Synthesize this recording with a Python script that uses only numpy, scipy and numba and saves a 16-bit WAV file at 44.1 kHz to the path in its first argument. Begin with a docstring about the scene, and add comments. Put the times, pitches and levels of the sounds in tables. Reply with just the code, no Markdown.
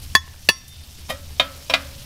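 """A slotted steel spatula knocks twice on a ceramic plate to shed vegetables, ringing both plate and blade.
Back at the charcoal grill it scuffs along the grate and clanks on the bars, with a faint echo off the
yard's walls. Vegetables pat down softly and sizzle with steam and droplets over a low outdoor rumble.
The close microphone overloads on the knocks, and its gain control ducks the background after them."""
import sys
import numpy as np
from scipy import signal
from scipy.fft import rfft, irfft
from scipy.io import wavfile
from numba import njit

SR = 44100
rng = np.random.default_rng(int(sys.argv[2]) if len(sys.argv) > 2 else 0)


def dump(signal):
    """Clip the signal to [-1, 1] and save it as 16-bit WAV at the path in sys.argv[1]."""
    limited = np.clip(np.atleast_2d(signal).T, -1, 1)
    pcm = np.round(limited * 32767).astype(np.int16)
    wavfile.write(sys.argv[1], SR, pcm)


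N = 90404

# pitches of the grate's modes: f/Hz
GRATE_HZ = [528, 547, 573, 653, 735, 1001, 1227, 1308, 1665, 1904, 2022, 2155, 2435, 2790, 3113, 3213, 3545,
            3716, 3890, 4420, 4612, 5060, 5445]
# decay and strength of those modes: t60/s, level/dB when struck at spot 0, 1, 2, 3
GRATE_MODES = [(0.18, -30, -20.5, -49, -29), (0.3, -40, -34, -39, -35), (0.58, -42.5, -35, -40.5, -40),
               (0.078, -20.5, -21, -14, -25), (0.06, -19, -42, -14.5, -24), (0.093, -20, -22, -48, -27),
               (0.12, -24.5, -45, -20.5, -30.5), (0.45, -33.5, -51, -54, -47), (0.18, -27, -29, -18, -51),
               (0.13, -29, -44, -34, -26), (0.098, -34, -38, -10, -52), (.09, -20, -38, -30, -33),
               (0.11, -19.5, -17.5, -10.5, -30.5), (0.038, -36, -39, -14, -53), (0.11, -19, -41, -23, -27),
               (0.16, -21.5, -25, -33, -35), (0.16, -23, -45, -22, -55), (0.061, -8, -30, -11, -52),
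               (0.076, -19, -20.5, -9, -35), (0.13, -28, -43, -36, -46), (0.044, -48, -48, -9.5, -55),
               (.09, -53, -36, -23, -32.5), (0.066, -47, -20.5, -27, -41)]


def undb(db):
    """Decibels to gain."""
    return 10 ** (np.asarray(db) / 20)


def clock():
    """Time of every sample in seconds."""
    return np.arange(N) / SR


def curve(rows):
    """Gain riding along breakpoints of t/s, level/dB."""
    return undb(np.interp(clock(), *np.array(rows).T))


def colour(x, eq):
    """Shape x with an EQ curve of f/Hz, level/dB, then normalise to rms 1."""
    hz, db = np.array(eq).T
    bin_hz = np.maximum(np.arange(N // 2 + 1) * SR / N, 1)
    shaped = irfft(rfft(x) * undb(np.interp(np.log(bin_hz), np.log(hz), db)), N)
    return shaped / np.std(shaped)


def noise(eq):
    """Noise coloured by an EQ curve, at rms 1."""
    return colour(rng.standard_normal(N), eq)


def grains(per_s, spread_db):
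    """Random tiny clicks, their levels scattered from 0 dB to three times spread_db."""
    size = undb(spread_db * np.minimum(rng.exponential(size=N), 3))
    return (rng.random(N) < per_s / SR) * size * rng.choice([-1, 1], N)


def fade(start, rise, t60):
    """Envelope with a straight attack and an exponential decay; times in seconds."""
    age = clock() - start
    attack = np.clip(age / max(rise, 1 / SR), 0, 1)
    return attack * np.exp(-np.log(1000) * np.maximum(age - rise, 0) / t60)


def ring(start, rise, pitches, modes, spot):
    """Decaying modes set off by one blow; the striking spot sets their balance."""
    age = clock() - start
    return sum(undb(levels[spot]) * fade(start, rise, t60) * np.sin(2 * np.pi * (hz * age + rng.random()))
               for hz, (t60, *levels) in zip(pitches, modes))


def rumble():
    """A low outdoor bed that gently swells and sinks."""
    eq = [(15, -3.5), (30, -0.5), (55, -5), (68, 3.5), (80, 9), (95, -6), (130, -4.5), (180, -14.5),
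          (260, -16), (400, -39.5), (800, -35), (3000, -66)]  # rumble colour: f/Hz, level/dB
    swell = [(0, -35.5), (.35, -37), (.7, -38.5), (1.05, -37), (1.32, -35), (1.6, -37.5), (2.05, -33.5)]  # rumble fader: t/s, level/dB
    return curve(swell) * noise(eq)


def flicker(x, per_s, depth_db):
    """Each band of x wavers on its own, as droplets of different sizes boil off."""
    crossovers = [2470, 5160, 8300, 12400]  # edges between the bands: f/Hz
    band = np.searchsorted(crossovers, np.arange(N // 2 + 1) * SR / N)
    out, spectrum = 0, rfft(x)
    for k in range(len(crossovers) + 1):
        wander = np.interp(clock() * per_s, np.arange(1000), rng.standard_normal(1000))
        out += irfft(spectrum * (band == k), N) * undb(depth_db * wander)
    return out


def sizzle():
    """Steam hisses from the vegetables while droplets burst."""
    eq = [(200, -7), (400, -8), (700, -8.5), (1200, -11), (2000, -10), (3000, -4.5), (4200, -5), (5400, -4),
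          (7000, -9.5), (10000, -11), (13000, -12), (15500, -16)]  # colour of steam and droplets: f/Hz, level/dB
    swell = [(0, -45.5), (.25, -45), (.45, -43.5), (.65, -45.5), (1.0, -42.5), (1.25, -44.5), (1.6, -41.5),
             (2.05, -39.5)]  # sizzle fader: t/s, level/dB
    droplets = undb(-6) * colour(grains(per_s=1500, spread_db=8.5), eq)
    return curve(swell) * flicker(noise(eq) + droplets, per_s=80, depth_db=1.8)


def spurts():
    """Juice hits the hot bars in short, bright crackles."""
    bursts = [(.015, 0.0074, 0.33, -43), (.44, 0.011, 0.11, -45), (0.678, 0.0022, 0.13, -38),
              (.872, 0.0012, 0.033, -44), (1.562, .002, 0.038, -40), (1.847, .002, 0.058, -42),
              (2.02, 0.0061, .12, -45)]  # spurts of juice: t/s, rise/s, t60/s, level/dB
    eq = [(400, -45), (2000, -22.5), (4500, 1), (7000, -3.5), (12000, 2), (15500, -13.5)]  # crackle colour: f/Hz, level/dB
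    crackle = colour(grains(per_s=3400, spread_db=3), eq)
    return crackle * sum(undb(db) * fade(start, rise, t60) for start, rise, t60, db in bursts)


def plate():
    """Each knock cracks, rings the damped plate and the free blade, and thuds in the holding hand."""
    knocks = [(0.1514, 2.5, 0, -7.5, -27), (0.4885, 2, 1, -3, -14.5)]  # blows on the plate: t/s, ring/dB, spot, crack/dB, thud/dB
    plate_hz = [680, 1066, 1760, 1850, 2621, 2755, 2850, 3400, 4330, 4515, 4755, 5970, 6530, 11060]  # ceramic pitches: f/Hz
    plate_modes = [(0.013, -22.5, -4.5), (0.076, -4.5, -15), (0.059, 1.5, -1.5), (0.084, -8.5, -28),
                   (0.054, -15.5, -2), (0.035, -33, -0.5), (0.053, -29, -5.5), (0.098, -5.5, -14),
                   (0.037, -19, -3), (0.04, -4.5, -1.5), (0.034, -5.5, -15), (0.022, -32, -7.5),
                   (0.13, -23.5, -46), (0.071, -20.5, -20.5)]  # ceramic modes: t60/s, level/dB when struck at spot 0, 1
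    blade_hz = [1064, 1324, 1762, 2051, 3598, 4595, 5245, 5649, 5780, 8040, 10010]  # steel blade pitches: f/Hz
    blade_modes = [(0.17, -46, -21.5), (0.26, -37, -33), (0.28, -37, -32), (0.41, -46, -35.5),
                   (1.6, -66, -43.5), (0.24, -38.5, -20), (0.19, -28.5, -38), (0.37, -50, -24),
                   (0.15, -28, -17), (0.15, -47, -36), (.15, -46, -24)]  # blade modes: t60/s, level/dB when struck at spot 0, 1
    blade_swell = [(.6, -2), (.67, -3), (.725, 11), (.77, 3), (.9, 4)]  # swell in the blade's ringing: t/s, level/dB
    crack_eq = [(100, -19), (350, -9), (700, -6.5), (1100, 4.5), (1450, -21), (2000, -1.5), (2400, -8),
                (3000, -8), (4600, -0.5), (5300, -8), (7000, -9.5), (11000, -17), (16000, -15)]  # colour of the contact crack: f/Hz, level/dB
    thud_eq = [(50, -17), (110, -14), (170, 4), (300, -7), (450, -8), (700, -14.5), (1500, -44.5)]  # colour of the thud: f/Hz, level/dB
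    out = 0
    for start, ring_db, spot, crack_db, thud_db in knocks:
        ceramic = ring(start, 0.0004, plate_hz, plate_modes, spot)
        blade = curve(blade_swell) * ring(start, 0.0014, blade_hz, blade_modes, spot)
        crack = fade(start, rise=0.00035, t60=0.052) * noise(crack_eq)
        thud = fade(start, rise=0.0021, t60=0.048) * noise(thud_eq)
        out += undb(ring_db) * (ceramic + blade) + undb(crack_db) * crack + undb(thud_db) * thud
    return out


def pats():
    """Vegetables land or shift with soft, dull pats."""
    landings = [(0.276, -35), (0.341, -39.5), (1.196, -41), (1.306, -42.5)]  # vegetable contacts: t/s, level/dB
    eq = [(150, -29), (500, 5), (1500, -4), (3000, -5), (8000, -36), (16000, -35)]  # pat colour: f/Hz, level/dB
    return sum(undb(db) * fade(start, rise=0.0017, t60=0.03) * noise(eq) for start, db in landings)


def scuff():
    """The blade sticks and slips as it slides onto the bars; the slips rasp and keep the bars ringing."""
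    strokes = [(1.089, .011, 0.13, -22.5)]  # slide of the blade: t/s, rise/s, t60/s, level/dB
    rasp_eq = [(150, 9), (400, -9), (600, 13), (1300, -2), (2000, 3.5), (3500, -5), (5500, -5), (8000, -14),
               (11500, -6.5), (16000, -19)]  # rasp colour: f/Hz, level/dB
    slips = grains(per_s=1400, spread_db=2.5)
    bars = signal.fftconvolve(slips, ring(0, 0, GRATE_HZ, GRATE_MODES, spot=0))[:N]
    scrape = colour(slips, rasp_eq) + undb(-4) * bars / np.std(bars)
    return scrape * sum(undb(db) * fade(start, rise, t60) for start, rise, t60, db in strokes)


def partials(eq, count):
    """A metallic cluster of steady partials at random pitches from 250 to 6000 Hz."""
    pitches = 250 * 24 ** np.sqrt((np.arange(count) + rng.random(count)) / count)
    return colour(sum(np.sin(2 * np.pi * (hz * clock() + rng.random())) for hz in pitches), eq)


def grate():
    """Each blow rings the bars and crushes grit, with a short clatter, a shimmer and the bowl's low ring."""
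    clanks = [(1.103, 2, 3, -29, 0.00044, -37.5), (1.397, 4.5, 0, -9.5, 0.00096, -27),
              (1.697, -1, 1, -17, 0.0045, -28), (1.7371, -0.5, 2, -6.5, 0.0028, -29)]  # blows on the grate: t/s, ring/dB, spot, clatter/dB, clatter rise/s, tail/dB
    clatter_eq = [(100, -48), (280, -4.5), (410, -65), (580, -0.5), (900, -14), (1300, 1.5), (1700, -18),
                  (2500, -0.5), (4000, -7), (5500, -15.5), (7000, -22.5), (10000, -33.5), (16000, -33)]  # dense clatter of the bars: f/Hz, level/dB
    grit_eq = [(1000, -32), (4000, -10), (7000, 3), (11500, -5), (15500, -3)]  # burnt crust crushed under the blade: f/Hz, level/dB
    shimmer_eq = [(100, 3), (270, 9), (410, -18.5), (560, 5.5), (850, -7), (1300, 3), (2000, -2),
                  (3400, -4), (5000, -9), (8000, -21), (16000, -32)]  # lingering shimmer of grate and bowl: f/Hz, level/dB
    bowl_eq = [(400, -51), (510, -6), (550, 5.5), (585, 2), (640, -20), (800, -27)]  # close, beating modes of the grill's bowl: f/Hz, level/dB
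    out, cluster = 0, partials(shimmer_eq, count=64)
    for start, ring_db, spot, clatter_db, clatter_rise, tail_db in clanks:
        bars = undb(ring_db) * ring(start, 0.0015, GRATE_HZ, GRATE_MODES, spot)
        clatter = undb(clatter_db) * fade(start, clatter_rise, t60=0.074) * noise(clatter_eq)
        crunch = colour(grains(per_s=1600, spread_db=-1), grit_eq)
        grit = undb(-34) * fade(start, rise=0.002, t60=0.11) * crunch
        wash = undb(-4.5) * noise(shimmer_eq)
        shimmer = fade(start, rise=0.0073, t60=0.4) * (cluster + wash)
        bowl = undb(-11.5) * fade(start, rise=0.012, t60=1) * noise(bowl_eq)
        out += bars + clatter + grit + undb(tail_db) * (shimmer + bowl)
    return out


def yard(x):
    """Add the faint echo of the brick walls."""
    wall_eq = [(200, -14), (1000, 0), (2200, 0), (4000, -8), (8000, 4), (16000, -16)]  # echo colour: f/Hz, level/dB
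    echo = noise(wall_eq) * fade(start=0.014, rise=0.011, t60=0.62)
    return x + undb(-33.5) * signal.fftconvolve(x, echo / np.linalg.norm(echo))[:N]


def scene():
    """The spatula echoing in a walled yard, over dry cooking sounds and rumble, in mono."""
    spatula = yard(plate() + grate() + scuff())
    vegetables = pats() + spurts() + sizzle()
    return (spatula + vegetables + rumble())[None]


@njit
def follow(x, attack_s, release_s):
    """Envelope follower with separate attack and release times."""
    out, level = np.empty(len(x)), 0.
    for i in range(len(x)):
        rectified = abs(x[i])
        lag_s = attack_s if rectified > level else release_s
        level += (rectified - level) / (lag_s * SR)
        out[i] = level
    return out


def record(dry):
    """Gain control ducks after loud hits, peaks clip softly at full scale, and the top is cut steeply."""
    threshold_db, ratio, top_hz = -24, 1.446, 15500
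    level = follow(dry[0], attack_s=0.011, release_s=0.51)
    ducked = dry * np.maximum(level / undb(threshold_db), 1) ** (1 / ratio - 1)
    clipped = ducked / (1 + ducked ** 4) ** .25
    return signal.sosfilt(signal.ellip(8, .2, 70, top_hz, fs=SR, output="sos"), clipped)


dry = scene()
out = record(dry)
dump(out)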